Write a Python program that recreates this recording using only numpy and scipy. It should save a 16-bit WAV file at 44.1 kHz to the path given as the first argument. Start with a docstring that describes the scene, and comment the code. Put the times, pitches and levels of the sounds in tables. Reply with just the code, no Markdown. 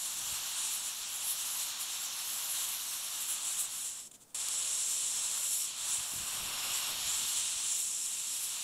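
"""A hiss with a roar and a fizz in it gutters out in a few puffs, then returns abruptly at full flow.
Two small heaps of smoke mixture burn in turn on a concrete block in a garden, heard from close by.
Gas escaping through each crust is shaped turbulent noise peppered with tiny bursts.
As the second jet swings round, moving spectral hollows and ridges make the hiss hollow and phasey,
and the plume buffets the microphone with low rumbles and single swings of pressure."""
import sys
import numpy as np
from scipy import signal
from scipy.fft import rfft, irfft, next_fast_len
from scipy.io import wavfile
from scipy.ndimage import uniform_filter1d, map_coordinates

SR = 44100
rng = np.random.default_rng(int(sys.argv[2]) if len(sys.argv) > 2 else 0)


def file_out(sig):
    """Save sig as 16-bit WAV at sys.argv[1]."""
    # one column per channel
    cols = np.atleast_2d(sig).T
    # limit, then scale
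    lim = np.clip(cols, -1, 1)
    pcm = np.round(lim * 32767).astype(np.int16)
    wavfile.write(sys.argv[1], SR, pcm)


N = 380583
SECOND_STARTS_S = 4.3455


def amp(db):
    """Level law: 20 dB is a factor of ten in pressure."""
    return 10 ** (np.asarray(db) / 20)


def unit(x):
    """Normalisation: equal rms means equal mean power, here 1."""
    return x / np.sqrt(np.mean(x ** 2) + 1e-20)


def clock():
    """Sampling: sample n falls at n / SR seconds."""
    return np.arange(N) / SR


def curves(rows):
    """Linear interpolation in time of each column after the first."""
    s, *columns = np.transpose(rows)
    return np.array([np.interp(clock(), s, column) for column in columns])


def wobble(rate):
    """Slow random modulation: a smooth curve through random knots, rate of them a second."""
    knots = rng.standard_normal(int(N * rate / SR) + 4)
    return map_coordinates(knots, [np.arange(N) * rate / SR])


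def bell(centre, half, x=None):
    """Gaussian pulse of height 1, down to 1/e at half from its centre, in time unless x is given."""
    position = clock() if x is None else x
    return np.exp(-((position - centre) / half) ** 2)


def filtered(x, response):
    """Linear filtering: the spectrum is multiplied by a response of frequency."""
    size = next_fast_len(N + SR // 2)  # padding keeps the end from wrapping round to the start
    hz = np.fft.rfftfreq(size, 1 / SR)
    return irfft(rfft(x, size) * response(hz), size)[..., :N]


def coloured(x, spectrum):
    """Spectral shaping along (Hz, dB) points on a logarithmic frequency axis, at rms 1."""
    f, db = np.transpose(spectrum)
    return unit(filtered(x, lambda hz: amp(np.interp(np.log(hz + 1), np.log(f), db))))


def turbulence(patchy_db):
    """Turbulent noise: its colour shifts in small patches of time and frequency."""
    z = signal.stft(rng.standard_normal(N), nperseg=512)[2]
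    across_frequency = uniform_filter1d(rng.standard_normal(z.shape), size=8, axis=0)
    patches = unit(uniform_filter1d(across_frequency, size=14, axis=1))
    return unit(signal.istft(z * amp(patchy_db * patches), nperseg=512)[1][:N])


def sputter(rate, spread_db):
    """Random impulse train: tiny gas bursts at chance moments, a few much larger than the rest."""
    happens = rng.random(N) < rate / SR
    size = amp(spread_db * np.minimum(rng.exponential(size=N), 4))
    return unit(happens * size * rng.choice([-1, 1], N))


def gas(spectrum, patchy_db, sputter_db):
    """Flow noise of escaping gas: turbulence peppered with bursts, under one spectrum."""
    bursts = amp(sputter_db) * sputter(rate=1500, spread_db=3)
    return coloured(turbulence(patchy_db) + bursts, spectrum)


def background():
    """Ambient sound: broadband garden air, with nearly pure tones whose phase drifts and a noise-band drone."""
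    # garden air: frequency_hz, density_db
    garden = [(20, 6.5), (45, -34), (80, 1.5), (130, 2.5), (250, 2), (420, -2.5), (900, -4.5),
              (2000, -14.5), (5000, -12.5), (8900, -6), (12000, -14), (16000, -21)]
    # faint drone above the hum: frequency_hz, density_db
    drone_band = [(330, -33), (450, -4), (520, -3), (600, -3), (800, -30)]
    t = clock()
    air = amp(-63.5) * coloured(rng.standard_normal(N), garden)

    def tone(hz, db, drift_rad):
        phase = 2 * np.pi * hz * t + drift_rad * wobble(8)
        return amp(db) * np.sqrt(2) * np.sin(phase)

    # the thin electronic whine fades by 5 dB per second in the second burn
    whine_db = -75 - 5 * np.maximum(t - SECOND_STARTS_S, 0)
    whine = tone(14948, whine_db, drift_rad=1.5)
    hum = tone(75.4, -77, drift_rad=.3)
    drone = amp(-68) * coloured(rng.standard_normal(N), drone_band)
    hum_end_s, hum_fade_s = 5.6, .6  # the end is the middle of the fade
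    present = (t >= SECOND_STARTS_S) * np.clip(.5 + (hum_end_s - t) / hum_fade_s, 0, 1)
    return air + whine + (hum + drone) * present


def buffeting():
    """Flow-induced microphone noise: gusts push the plume onto it as lumpy low-frequency rumble."""
    # gusts: centre_s, half_length_s, level_db (before the lumps)
    gusts = [(0.18, .04, -68), (0.32, 0.13, -65), (5.88, 0.11, -66), (6.188, 0.063, -57),
             (6.48, 0.16, -56.5), (6.72, .05, -65), (6.95, 0.066, -59), (7.08, 0.053, -62),
             (7.2, 0.068, -62), (7.42, 0.17, -71)]
    # rumble: frequency_hz, density_db
    rumble = [(15, -4), (40, -7), (80, -1), (120, -3), (200, -6.5), (400, -12), (900, -45)]
    level = sum(amp(db) * bell(s, half) for s, half, db in gusts)
    lumps = amp(2.1 * wobble(25))
    return level * lumps * coloured(rng.standard_normal(N), rumble)


def thumps():
    """Eddy pressure: each passing eddy is one swing, a pull and then a push."""
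    # eddies that hit the microphone: centre_s, peak_db, pitch_hz
    eddies = [(.274, -55, 85), (0.328, -49, 100), (5.989, -51, 85), (6.008, -52, 100), (6.138, -44.5, 189),
              (6.162, -45, 89), (6.204, -47, 110), (6.236, -49, 89), (7.392, -56, 90), (7.565, -54, 70)]
    swings = [(2 * np.pi * hz * (clock() - s), db) for s, db, hz in eddies]
    return sum(amp(db) * u * np.exp((1 - u * u) / 2) for u, db in swings)  # peaks at u = -1 and 1


def wash():
    """Superposed flow noise: the rush turns fuller while the smoke passes over the microphone."""
    # rush of the smoke: frequency_hz, density_db
    wash_spectrum = [(380, -13.5), (560, -4.5), (800, -4), (1300, -0.5), (1800, -12), (2300, -4),
                     (2750, 5.5), (3300, -1), (4500, -25)]
    passing = bell(6.68, half=0.53)
    return amp(-47 + 0.7 * wobble(20)) * passing * gas(wash_spectrum, patchy_db=1.5, sputter_db=-12)


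def pops():
    """Impulsive release: a bursting grain gives a short, bright puff that decays exponentially."""
    # grains that burst: start_s, level_db, t60_s
    grains = [(4.4855, -24.5, .012), (5.7803, -40, .012)]
    level = 0
    for s, db, t60 in grains:
        age = clock() - s
        level = level + (age >= 0) * amp(db - 60 * np.abs(age) / t60)
    # frequency_hz, density_db
    bright = [(500, -24), (3200, -3), (7000, 0), (11000, 3), (13000, -4), (15500, -12)]
    return level * coloured(rng.standard_normal(N), bright)


def guttering():
    """Intermittent flow: the last crumbs of the first heap flare up one by one."""
    # last puffs: centre_s, half_length_s, level_db
    puffs = [(4.059, 0.029, -53), (4.117, 0.0066, -54), (4.149, 0.017, -51), (4.222, 0.019, -55),
             (4.3, 0.023, -64)]
    # their noise: frequency_hz, density_db
    crumbs = [(600, -9), (2000, -14), (3300, -2.5), (4900, -10), (7400, 5), (10500, -2.5), (15000, -20)]
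    level = sum(amp(db) * bell(s, half) for s, half, db in puffs)
    return level * gas(crumbs, patchy_db=-1, sputter_db=2)


def swish(x):
    """Time-varying filtering: drifting hollows and ridges turn the hiss phasey while the jet swings."""
    # hollows (negative) and ridges (positive): centre_s, half_length_s, centre_hz, glide_hz_per_s, gain_db
    hollows = [(6.28, .18, 9800, 800, -9), (6.33, .15, 9250, -600, 7), (6.6, .4, 6200, 0, -6),
               (6.65, .4, 5400, -300, 4), (6.55, .1, 8100, 0, -4), (6.8, .35, 11250, 0, 4),
               (6.85, .3, 10700, 0, -5), (6.9, .3, 13700, 0, 4), (7.05, .22, 8900, -500, -7)]
    hz, t, z = signal.stft(x, SR, nperseg=512)
    gain_db = 0
    for s, half, centre_hz, glide, db in hollows:
        band = bell(centre_hz + glide * (t - s), 340, hz[:, None])  # half width 340 Hz
        gain_db = gain_db + db * bell(s, half, t) * band
    return signal.istft(z * amp(gain_db), SR, nperseg=512)[1][:N]


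def plume_rush():
    """Low-frequency flow noise of the plume, louder as it leans towards the microphone."""
    # lean of the plume: time_s, gain_db
    lean = [(0, 0.5), (4.4, 0.5), (5.0, -4), (5.38, 0.5), (5.48, -3), (5.68, -3.5), (5.8, 0.5), (6.55, 2.5),
            (7.25, -3), (7.7, -4), (8.63, -2.5)]
    # rush: frequency_hz, density_db
    plume_spectrum = [(150, -27), (300, -17), (430, -26.5), (550, -12.5), (800, -6), (1080, -1.5),
                      (1500, -5), (2000, -8), (3000, -16), (6000, -52)]
    return amp(curves(lean)[0]) * gas(plume_spectrum, patchy_db=0.5, sputter_db=-14)


def jet_roar():
    """Jet noise: a broad mid-frequency band of turbulence."""
    # roar: frequency_hz, density_db
    roar_spectrum = [(700, -30), (1500, -24.5), (2000, -17), (2350, -10), (2850, -3.5), (3700, -2),
                     (4300, -3), (4900, -9.5), (5600, -5.5), (7000, -6), (10000, -65)]
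    return gas(roar_spectrum, patchy_db=0.5, sputter_db=-10)


def pore_hiss(surge_db):
    """Addition of powers: broad and focused hiss share unit power; fresh vents add that of a surge."""
    # sharpening from the broad hiss to the focused one: time_s, focused_power_share
    focusing = [(0, 0.38), (3.1, .05), (3.45, 1), (4.0, .7), (4.36, 0.86), (8.63, 0.7)]
    # open crust, tighter crust and fresh vent, each: frequency_hz, density_db
    broad_spectrum = [(4500, -29), (4950, -9), (5450, 1), (6100, -1.5), (6700, -0.5), (7250, 5),
                      (8200, 0.5), (8900, -3), (9700, -2), (10600, -9), (11800, -5.5), (14000, -20)]
    sharp_spectrum = [(4500, -33.5), (4950, -24.5), (5550, -8.5), (6200, -14), (6700, -5.5), (7250, 1),
                      (8200, 0), (8950, -7.5), (9900, -5.5), (10700, -7.5), (11800, -20.5), (13000, -34),
                      (15000, -45)]
    vent_spectrum = [(4800, -31.5), (5600, -12), (6400, -11.5), (7200, 0), (8100, -0.5), (9000, -8.5),
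                     (10200, -4.5), (12500, -27)]
    focus = np.clip(curves(focusing)[0], 0, 1)
    broad = np.sqrt(1 - focus) * gas(broad_spectrum, patchy_db=3.3, sputter_db=-5)
    sharp = np.sqrt(focus) * gas(sharp_spectrum, patchy_db=1.1, sputter_db=-17)
    vent = np.sqrt(amp(surge_db) ** 2 - 1) * gas(vent_spectrum, patchy_db=3.1, sputter_db=-11)
    return broad + sharp + vent


def fine_fizz():
    """High-frequency flow noise of the finest pores, flaring as fresh mixture catches."""
    # flares: centre_s, half_length_s, rise_db
    flares = [(0.74, .035, 9.5), (1.16, 0.036, 6), (1.293, .06, 13), (1.55, 0.12, 7.5), (1.82, .025, 7.5),
              (2.02, 0.023, 4), (2.356, 0.11, 5), (2.514, 0.023, 6.5), (2.71, 0.044, 3), (3.22, 0.012, 7.5),
              (3.307, .045, 6.5), (3.617, .022, 8), (4.91, .05, 12), (5.406, 0.08, 8), (5.56, 0.098, 10.5),
              (6.134, 0.054, 6.5), (7.31, .07, 7.5), (7.794, .05, 15), (8.423, 0.086, 9.5)]
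    # fizz: frequency_hz, density_db
    fizz_spectrum = [(5000, -43), (8300, -8), (9000, -12), (9700, 1), (11300, 2), (12600, -3.5),
                     (14000, -7), (15000, -26), (15500, -16)]
    flare_db = sum(db * bell(s, half) for s, half, db in flares)
    return amp(flare_db + 0.6 * wobble(45)) * gas(fizz_spectrum, patchy_db=2.0, sputter_db=-9)


def burn():
    """Common modulation: one uneven flow drives the plume, jet, pores and finest pores together."""
    # slow course of each burn: time_s, roar_db, hiss_db, fizz_db
    first_burn = [(0, -46, -41, -46.5), (0.35, -42, -43.5, -45), (0.7, -43, -42, -48.5),
                  (0.98, -44, -43.5, -46.5), (1.6, -42.5, -41.5, -48), (2.15, -43, -43, -44.5),
                  (2.6, -42, -43.5, -43), (2.85, -44, -42, -44), (3.45, -44, -41, -46),
                  (3.85, -48, -42.5, -47), (3.93, -52, -44, -62), (4.0, -53.5, -46, -59),
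                  (4.08, -66, -54, -71)]
    second_burn = [(4.35, -45.5, -38.5, -57), (4.5, -43, -36.5, -56), (4.85, -43, -33.5, -55),
                   (5.35, -42.5, -35.5, -51.5), (5.65, -45, -35.5, -49), (5.9, -42, -38.5, -49.5),
                   (6.15, -45, -40, -48.5), (6.45, -42.5, -42, -46), (6.9, -39.5, -41, -45.5),
                   (7.12, -39.5, -39, -47.5), (7.3, -39.5, -37, -50), (7.68, -41.5, -35.5, -64),
                   (7.82, -45.5, -36, -55), (8.02, -47, -37, -54), (8.63, -43, -40, -50)]
    # a vent opens and the hiss surges: centre_s, half_length_s, rise_db
    surges = [(0.06, 0.054, 3.5), (0.21, .04, 2.5), (0.334, 0.048, 4.5), (0.655, 0.1, 6), (0.87, .04, 5.5),
              (1.24, 0.053, 2), (1.422, 0.042, 4), (1.617, 0.028, 4), (2.614, 0.11, 4.5), (3.325, 0.028, 0),
              (3.51, 0.25, 5), (3.86, 0.053, 3.5), (5.935, 0.048, 5.5), (6.755, .045, 5.5),
              (7.123, 0.069, 4), (7.36, 0.054, 2.5), (7.546, .07, 0.5), (7.734, 0.075, 2)]
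    # slag clogs the vent for a moment: centre_s, half_length_s, hiss_loss_db, fizz_loss_db
    chokes = [(0.977, 0.053, 1, 1), (1.06, .025, -3, 16), (1.753, 0.038, 3, 7), (1.91, 0.03, 0, 5),
              (2.1, 0.026, 0.5, 6), (3.393, 0.029, 5, 6), (3.535, .025, 0.5, 3), (3.69, 0.031, 8, 4),
              (5.733, 0.064, 8.5, 14), (6.95, .05, 3, -0.5), (7.62, 0.044, 1.5, 6), (7.932, 0.059, -1, 14)]
    t = clock()
    first = t < SECOND_STARTS_S
    roar_db, hiss_db, fizz_db = np.where(first, curves(first_burn), curves(second_burn))
    surge_db = np.abs(sum(db * bell(s, half) for s, half, db in surges))
    hiss_loss_db, fizz_loss_db = sum(np.outer(loss, bell(s, half)) for s, half, *loss in chokes)
    jet_db = roar_db + 0.14 * (surge_db - hiss_loss_db)  # the roar follows by a share of the dB
    flutter = wobble(32) + .5 * wobble(90)  # the uneven burning front shakes the whole flow

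    plume = amp(jet_db - 10.5 + 0.3 * flutter) * plume_rush()
    roar = amp(jet_db + 0.49 * flutter) * jet_roar()
    hiss = amp(hiss_db - hiss_loss_db + 0.63 * flutter) * pore_hiss(surge_db)
    fizz = amp(fizz_db - fizz_loss_db + 0.96 * flutter) * fine_fizz()

    burnt_out_s, choke_off_s = 4.088, 0.011  # the first jet chokes off
    alight = np.where(first, np.clip((burnt_out_s - t) / choke_off_s, 0, 1), 1)
    return alight * (plume + roar + hiss + fizz)


def scene():
    """Superposition: all pressures add at one microphone, which feeds both channels."""
    at_microphone = background() + buffeting() + thumps() + wash() + pops() + guttering()
    sound = at_microphone + swish(burn())
    return np.array([sound, sound])


def record(dry):
    """Band limiting: an ideal low-pass filter removes everything from 15720 Hz up."""
    return filtered(dry, lambda hz: hz < 15720)


dry = scene()
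out = record(dry)
file_out(out)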